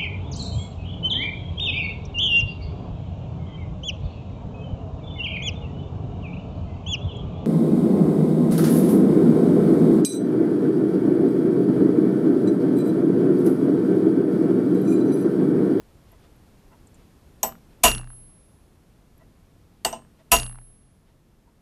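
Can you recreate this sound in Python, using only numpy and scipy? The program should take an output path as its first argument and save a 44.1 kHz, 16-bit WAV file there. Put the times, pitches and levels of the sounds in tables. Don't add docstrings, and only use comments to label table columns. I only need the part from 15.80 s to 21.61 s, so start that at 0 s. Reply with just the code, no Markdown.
import sys
import numpy as np
from scipy import signal
from scipy.io import wavfile
from scipy.ndimage import uniform_filter1d

SR = 44100
rng = np.random.default_rng(int(sys.argv[2]) if len(sys.argv) > 2 else 0)


def convert_level_to_amplitude(level_db):
    exponent = np.asarray(level_db, float) / 20
    return 10 ** exponent


def dump_mix(stems):
    frames = np.atleast_2d(stems).T
    limited = np.clip(frames, -1, 1)
    pcm = np.round(limited * 32767).astype(np.int16)
    wavfile.write(sys.argv[1], SR, pcm)


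N = 256220

# [t/s, clatter level/dB, crack level/dB, bench level/dB]
TAPS = [
    (1.63, -30.5, -18.5, -42),
    (4.0483, -26.5, -12, -38),
    (4.1274, -41.5, -39.5, -48),
]
# [t/s, clatter level/dB, crack level/dB, bench level/dB]
BLOWS = [
    (2.0359, -9.5, -6, -16.5),
    (4.5167, -13, -5.5, -18),
]
# [rms level/dB, t60/s, first turn t/s, second turn t/s, second turn depth/dB]
HEAD_RINGS = [
    (-30, 1.07, .055, .212, 19.075),
    (-30, 0.84, .066, 0.26263, 7.006),
]
VICE_HZ = [231, 500, 620, 662, 684, 776, 883, 1000, 1028, 1281, 1410, 1906, 1981, 2682, 2730, 2797, 2875,
           2995, 3628, 4500, 4865]
PUNCH_HZ = [5445, 5760, 5900, 6420, 6550, 6743, 6831, 6887, 7779, 8050, 8470, 8807, 9270, 9690, 10520,
            11020, 11435, 11590, 12230, 12970, 13256, 13900]
# [t60/s, level/dB in each of the three taps]
TAP_VICE = [(0.42, -35.5, -38.5, -45.5), (0.1611, -32.5, -28, -40.5), (.25, -34, -48, -46),
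            (0.15552, -19, -22, -34), (0.063, -28.5, -16, -24), (0.18, -22, -26, -37),
            (0.12, -22.5, -23, -32), (0.11, -31, -22, -34.5), (0.21, -28.5, -43, -39.5),
            (0.18506, -44, -35, -48), (0.26, -48, -46, -58.5), (0.17, -48.5, -45, -58),
            (0.11, -41, -34, -64), (0.23, -57, -54, -54), (0.2, -43, -33, -50), (0.196, -47.5, -37.5, -52),
            (0.065, -41, -20.5, -34), (0.22, -41, -36, -48), (0.046, -34, -47.5, -68),
            (0.02, -42.5, -14, -58), (0.12, -53, -38.5, -64.5)]
# [t60/s, level/dB in each of the three taps]
TAP_PUNCH = [(0.159, -37, -48.5, -70), (0.21, -41, -45.5, -51.5), (0.026, -15.5, -33.5, -34),
             (.18, -46, -50, -71), (0.02, -14.5, -33, -52.5), (0.2149, -45.5, -50, -58),
             (0.043, -25, -45, -60), (.15, -47, -50, -69), (0.15, -28, -30, -62),
             (0.088, -26.5, -22.5, -47), (.31, -56.5, -34.5, -59), (0.12, -51, -33, -66),
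             (0.0771, -34.5, -49, -70), (0.12, -39.5, -51, -75), (0.13, -48, -45, -79), (.1, -75, -72, -78),
             (0.22, -36, -42.5, -79.5), (0.19, -63, -56.5, -76), (.05, -49.5, -55, -78),
             (0.17259, -21.5, -31.5, -70), (0.25, -47.5, -45, -65.5), (.04, -35, -37.5, -78)]
# [t60/s, level/dB in each of the two blows]
BLOW_VICE = [(.3, -33, -37.5), (.17, -18, -21), (0.21, -19, -20.5), (0.045, -12.5, -12.5),
             (.14, -0.5, -1.5), (0.1, -5.5, -10.5), (0.18, -30, -27), (0.12, -4, -5.5), (0.12, -19, -19),
             (0.13, -15, -15.5), (0.2, -26.5, -36.5), (.18, -21.5, -27.5), (0.13, -33, -36.5),
             (.32, -27, -31), (0.17, -12, -12.5), (0.26, -15, -17.5), (.2, -12, -15.5), (0.15, -22.5, -29),
             (0.053, -30, -29), (0.23, -30, -29.5), (.2, -33, -29.5)]
# [t60/s, level/dB in each of the two blows]
BLOW_PUNCH = [(0.2005, -32.5, -35), (0.18, -18, -20), (.1, -28.5, -29), (.15, -29.5, -33),
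              (0.074, -25.5, -27.5), (0.2, -18, -17.5), (.15, -17, -23), (.15, -22.5, -27.5),
              (0.2, -18, -24.5), (0.14, -23.5, -23), (0.35, -40.5, -30.5), (0.17, -26, -26.5),
              (.12, -27.5, -32), (.16, -30.5, -27), (0.14, -21.5, -20), (0.18, -27, -27), (0.22, -36, -34),
              (.13, -23.5, -26), (.08, -25, -30.5), (.14, -28.5, -27), (0.15, -13.5, -15),
              (0.057, -18, -30.5)]
# [f/Hz, level/dB, t60/s, build-up/s]
BENCH = [(29.65, -8.5, .9, 0.012), (57.08, -2.5, .35, 0.0035), (121.82, -9, .7, 0.044),
         (200, -13.5, .2, .05), (169, -4.5, 0.073, 0.0052), (190, -1.5, 0.051, 0.0022),
         (237.3, -7, 0.14, .008), (334.2, -7.5, 0.16, .006), (450, -6, .2, 0.0066)]
# [f/Hz, level per Hz/dB]
TAP_CLATTER = [(88, -45.5), (150, -16.5), (687, -5.5), (2360, -22), (2920, -17), (4370, -23), (7940, -16),
               (12100, -33.5), (13400, -10), (15000, -77)]
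# [f/Hz, level per Hz/dB]
BLOW_CLATTER = [(88, -50), (150, -14), (545, -12), (687, -5), (2270, -15), (2810, -5.5), (3890, -18),
                (11000, -11.5), (13600, -19), (15000, -53)]
# [f/Hz, t60/s]
CLATTER_T60 = [(150, 0.51), (600, 0.17), (2000, 0.2), (4000, 0.15), (7000, .18), (14000, 0.16)]
# [stroke t/s, first tick delay/s, first gap/s, knock level/dB, click level/dB]
BLOW_SWAYS = [
    (2.0361, .046, .0335, -24, -20),
    (4.5171, .048, .0335, -26, -22),
]
# [stroke t/s, first tick delay/s, first gap/s, knock level/dB, click level/dB]
TAP_SWAYS = [
    (1.6299, .0605, .032, -33, -52),
    (4.1271, .0645, .0292, -48, -68),
]
# [t/s, knock peak level/dB, click level/dB]
STRAYS = [(2.159, -29, -54), (2.174, -34, -58), (2.191, -38, -54), (2.196, -35, -64), (2.231, -38.5, -66),
          (4.586, -40, -30.5), (4.62, -30, -46), (4.641, -37, -62), (4.657, -38.5, -58), (4.677, -41, -60),
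          (4.712, -41.5, -63), (4.745, -43, -69), (4.776, -46, -73)]
# [f/Hz, level/dB, t60/s]
RETOUCHED = [(2730, -8, .2), (2875, -8, .2), (5760, -18, .08), (8050, -16, .08)]
# [t/s, peak level/dB, centre f/Hz]
SCRAPES = [(0.2943, -62, 11400), (0.3171, -50, 11560), (0.561, -61, 11500), (1.0708, -48, 7600),
           (1.1437, -49, 7778), (1.1534, -52, 7000), (3.3777, -57, 11300)]
# [t/s, peak level/dB]
NUDGES = [(0.329, -49.5), (0.449, -60), (0.923, -48), (1.209, -58), (3.409, -48), (4.395, -51.5),
          (5.289, -62.5), (5.679, -55.5)]
# [f/Hz, level/dB, t60/s]
TUBE = [(663, 2, 0.059), (934.31, 2.5, 0.032), (1310, -4.5, 0.036), (1963, -7.5, 0.03499),
        (2700, -11, 0.01582), (3932.5, -22, 0.011)]
# [t/s, rms level/dB, half length/s]
RUSTLES = [(0.304, -68, 0.078), (.44, -66, 0.058), (1.207, -68.5, 0.07092), (1.921, -68, .04),
           (4.402, -68.5, 0.03645), (5.29, -72, 0.046)]
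# [f/Hz, level per Hz/dB]
ROOM_TONE = [(12, -28.5), (20, 0.5), (64, -0.5), (179, -4.5), (230, -7), (295, -8.5), (590, -16),
             (697, -17.5), (1740, -26.5), (7170, -34.5), (12500, -35), (14000, -33.5), (15200, -66.5)]
# [low f/Hz, high f/Hz, start after blow/s, end after blow/s]
STARVED = [(9700, 10450, .15, .4), (10900, 11800, .15, .55), (11800, 12800, .08, .6),
           (12800, 13600, .14, .6), (13600, 15000, .07, .6)]


def hammer():
    out = sum(head_ring(blow[0], *row) for blow, row in zip(BLOWS, HEAD_RINGS))
    for k, (row, dull_hz) in enumerate(zip(TAPS, [11000, 10000, 8000])):
        vice, punch = struck(VICE_HZ, TAP_VICE, k), struck(PUNCH_HZ, TAP_PUNCH, k)
        out += stroke(row, vice, punch, TAP_CLATTER, dull_hz, swell_cycles=2.75)
    for k, row in enumerate(BLOWS):
        vice, punch = struck(VICE_HZ, BLOW_VICE, k), struck(PUNCH_HZ, BLOW_PUNCH, k)
        out += stroke(row, vice, punch, BLOW_CLATTER, dull_hz=13800, swell_cycles=12.0, seat_db=9.0)
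    return out


def struck(modes_hz, table, k):
    return [(hz, row[1 + k], row[0]) for hz, row in zip(modes_hz, table)]


def stroke(row, vice, punch, clatter, dull_hz, swell_cycles, seat_db=0):
    s, clatter_db, crack_db, bench_db = row
    graze_s, graze_db, crack_t60_s = .003, -24, 0.019
    noise = banded_noise(clatter, round(.5 * SR), low_hz=119.16, t60s=CLATTER_T60)
    t = np.arange(len(noise)) / SR
    noise = noise / np.std(noise[:441]) * (1 - np.exp(-t / .0005))
    crack = filtered(noise, "high", 2400, order=1) * convert_level_to_amplitude(crack_db - 60 * t / crack_t60_s)
    out = np.zeros(N)
    add(out, s - graze_s, convert_level_to_amplitude(clatter_db + graze_db) * noise[:round(graze_s * SR)])
    add(out, s, clank(vice, swell_cycles, seat_db) + ring(punch, .45, rise_s=0.00024))
    add(out, s, filtered(convert_level_to_amplitude(clatter_db) * noise + crack, "low", dull_hz, order=4))
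    for hz, db, t60, build_s in BENCH:
        add(out, s + build_s, ring([(hz, bench_db + db, t60)], 0.95, build_s, cycles=.1))
    return out


def clank(vice, swell_cycles, seat_db):
    split_hz, seat_s, fall_s = 1100, .038, .004
    low = ring([mode for mode in vice if mode[0] < split_hz], .45, .0003, swell_cycles)
    high = ring([mode for mode in vice if mode[0] >= split_hz], .45, .0003, swell_cycles)
    t = np.arange(len(low)) / SR
    seated = 1 / (1 + np.exp((seat_s - t) / fall_s))
    return low * convert_level_to_amplitude(seat_db * (0.1756 - seated)) + high


def head_ring(s, db, t60, first_s, second_s, second_db):
    rest_hz, rebound_m_per_s, rebound_s = 10640, .8, .06
    rise_s, early_db, early_s = 0.0068, 11, .035
    t = np.maximum(np.arange(N) / SR - s, 0)
    speed = rebound_m_per_s * t / rebound_s * np.exp(1 - t / rebound_s)
    phase = 2 * np.pi * np.cumsum(rest_hz * (1 + speed / 343)) / SR
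    first_dip_db = 8.0 * np.exp(-((t - first_s) / 0.014) ** 2)
    second_dip_db = second_db * np.exp(-((t - second_s) / 0.046) ** 2)
    level_db = db - 60 * t / t60 + early_db * np.exp(-t / early_s) - first_dip_db - second_dip_db
    rise = 1 - np.exp(-(t / rise_s) ** 2)
    return np.sqrt(2) * convert_level_to_amplitude(level_db) * rise * np.sin(phase)


def handle():
    ticks = sways(BLOW_SWAYS, quicker_s=.00068, count=9) + sways(TAP_SWAYS, quicker_s=.002, count=4)
    s, knock_db, click_db = np.vstack(ticks + [STRAYS]).T
    s = s + .0008
    knocks = clicks(s, knock_db - 0.6, np.full(len(s), 1050), octaves=0.65, decay_s=.002, snap=9)
    click_hz = 4000 * convert_level_to_amplitude(rng.normal(0, .8, len(s)))
    bright = clicks(s, click_db + 10.0, click_hz, octaves=0.4, decay_s=0.00093, snap=6.1)
    out = filtered(knocks, "low", 2100, order=3) + filtered(bright, "low", 9500)
    for at, db in zip(s, click_db):
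        add(out, at, convert_level_to_amplitude(db - 14) * ring(RETOUCHED, .15, rise_s=.0003))
    return out


def sways(rows, quicker_s, count):
    metal_sways = 4
    k = np.arange(count)
    soft = np.maximum(k - metal_sways + 1, 0)
    click_loss_db = 6 * (k - soft) + 11.5 * (soft > 0) + 4 * soft
    last_loss_db = 11.5 * (k == count - 1)
    ticks = []
    for s, first, gap, knock_db, click_db in rows:
        times = s + first + gap * k - quicker_s * k * (k - 1) / 2
        hold_db = min(-46, knock_db - 1.5) + 1.14 * k
        knocks_db = np.maximum(knock_db - 3 * k, hold_db) - last_loss_db
        ticks.append(np.transpose([times, knocks_db, click_db - click_loss_db]))
    return ticks


def scrapes():
    s, db, hz = np.transpose(SCRAPES)
    high = hz > 10000
    out = clicks(s[~high], db[~high], hz[~high], octaves=0.1889, decay_s=0.0038, snap=0)
    return out + clicks(s[high], db[high], hz[high], octaves=0.0369, decay_s=0.0043, snap=0)


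def nudges():
    out, rub = np.zeros(N), np.hanning(round(0.057 * SR))
    for (s, db), white in zip(NUDGES, rng.standard_normal((len(NUDGES), len(rub)))):
        tube = ring(TUBE, .1, rise_s=0.000344, cycles=0.2556)
        hum = signal.fftconvolve(tube, white * rub)
        add(out, s - .022, convert_level_to_amplitude(db - 0.5) * hum / np.max(np.abs(hum)))
    return out


def sleeve():
    s, db, half = np.array(RUSTLES).T[:, :, None]
    swell = np.sum(convert_level_to_amplitude(db) * np.exp(-2 * ((np.arange(N) / SR - s) / half) ** 2), axis=0)
    grain = rng.standard_normal(N) * rng.exponential(1, N)
    grain = filtered(grain, "band", [800, 3800])
    return swell * grain / np.std(grain)


def room_tone():
    level_db, rumble_db = -69, 1
    step_db, fall_s, drift_db_per_s, rumble_spared = 3, 0.22, 0.0505, .4
    since = np.maximum(np.arange(N) / SR - np.array(BLOWS)[:, :1], 0)
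    fall_db = step_db * (1 - np.exp(-(since / fall_s) ** 2))
    down_db = np.sum(fall_db + drift_db_per_s * since, axis=0)
    tone = banded_noise(ROOM_TONE, N + SR, low_hz=17.3)[SR:]
    tone = filtered(tone, "low", 14100, order=16)
    tone = tone / np.std(filtered(tone, "band", [1500, 6000], order=4))
    rumble = filtered(tone, "low", 300)
    rumble_lift = convert_level_to_amplitude(rumble_db + rumble_spared * down_db) - 1
    return convert_level_to_amplitude(level_db - down_db) * (tone + rumble_lift * rumble)


def ring(modes, seconds, rise_s, cycles=1.6):
    flutter_db, wander_rad, waver_hz = 3.0, .7, 40
    t = np.arange(round(seconds * SR)) / SR
    hz, db, t60 = np.array(modes, float).T[:, :, None]
    build = 1 - np.exp(-t / (rise_s + cycles / hz))

    def waver():
        knots = rng.standard_normal((len(hz), 64))
        curves = [np.interp(waver_hz * t, np.arange(64), row) for row in knots]
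        return np.array(curves) * np.minimum(hz / 600, 1)

    level = convert_level_to_amplitude(db - 60 * t / t60 + flutter_db * waver())
    return np.sum(level * build * np.sin(2 * np.pi * hz * t + wander_rad * waver()), axis=0)


def clicks(times, levels_db, centres_hz, octaves, decay_s, snap):
    out, t = np.zeros(N), np.arange(round(.04 * SR)) / SR
    for s, db, hz, white in zip(times, levels_db, centres_hz, rng.standard_normal((len(times), len(t)))):
        burst = white * np.exp(-t / decay_s) + snap * (t == 0)
        burst = filtered(burst, "band", hz * 2 ** np.array([-octaves, octaves]))
        add(out, s, convert_level_to_amplitude(db) * burst / np.max(np.abs(burst)))
    return out


def banded_noise(spectrum, count, low_hz, t60s=None):
    white, t = rng.standard_normal((2, count)), np.arange(count) / SR
    edges = low_hz * 2 ** np.arange(0, np.log2(17000 / low_hz), 1 / 3)
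    out = np.zeros(count)
    for k, (low, high) in enumerate(zip(edges, edges[1:])):
        hz = np.sqrt(low * high)
        decay_db = 0 if t60s is None else -60 * t / at_hz(t60s, hz)
        band = filtered(white[k % 2], "band", [low, high])
        out += convert_level_to_amplitude(at_hz(spectrum, hz) + decay_db) * band
    return out


def filtered(x, kind, hz, order=2):
    return signal.sosfilt(signal.butter(order, np.clip(hz, 10, .47 * SR), kind, fs=SR, output="sos"), x)


def at_hz(points, hz):
    table_hz, values = np.transpose(points)
    return np.interp(np.log(hz), np.log(table_hz), values)


def add(track, s, sound):
    at = round(s * SR)
    track[at:at + len(sound)] += sound[:N - at]


def scene():
    return (hammer() + handle() + scrapes() + nudges() + sleeve() + room_tone())[None]


def low_pass(x):
    return signal.sosfilt(signal.butter(12, 15320, fs=SR, output="sos"), x)


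def record(dry):
    overload, lapse_s, lapse_share = .45, .023, .1
    kept = overload * dry / (overload ** 6 + dry ** 6) ** (1 / 6)
    t = np.arange(N) / SR
    for low, high, start, end in STARVED:
        starved = sum((t > row[0] + start) & (t < row[0] + end) for row in BLOWS)
        starved = starved * (rng.random(300)[(t / lapse_s).astype(int)] > lapse_share)
        sos = signal.cheby1(6, .01, [low, high], "band", fs=SR, output="sos")
        band = signal.sosfiltfilt(sos, kept)
        kept = kept - uniform_filter1d(starved * 1., size=900) * band
    mix = np.clip(filtered(kept, "low", 14200, order=16), -.6, .6)
    return low_pass(mix)


dry = scene()
out = record(dry)
dump_mix(out)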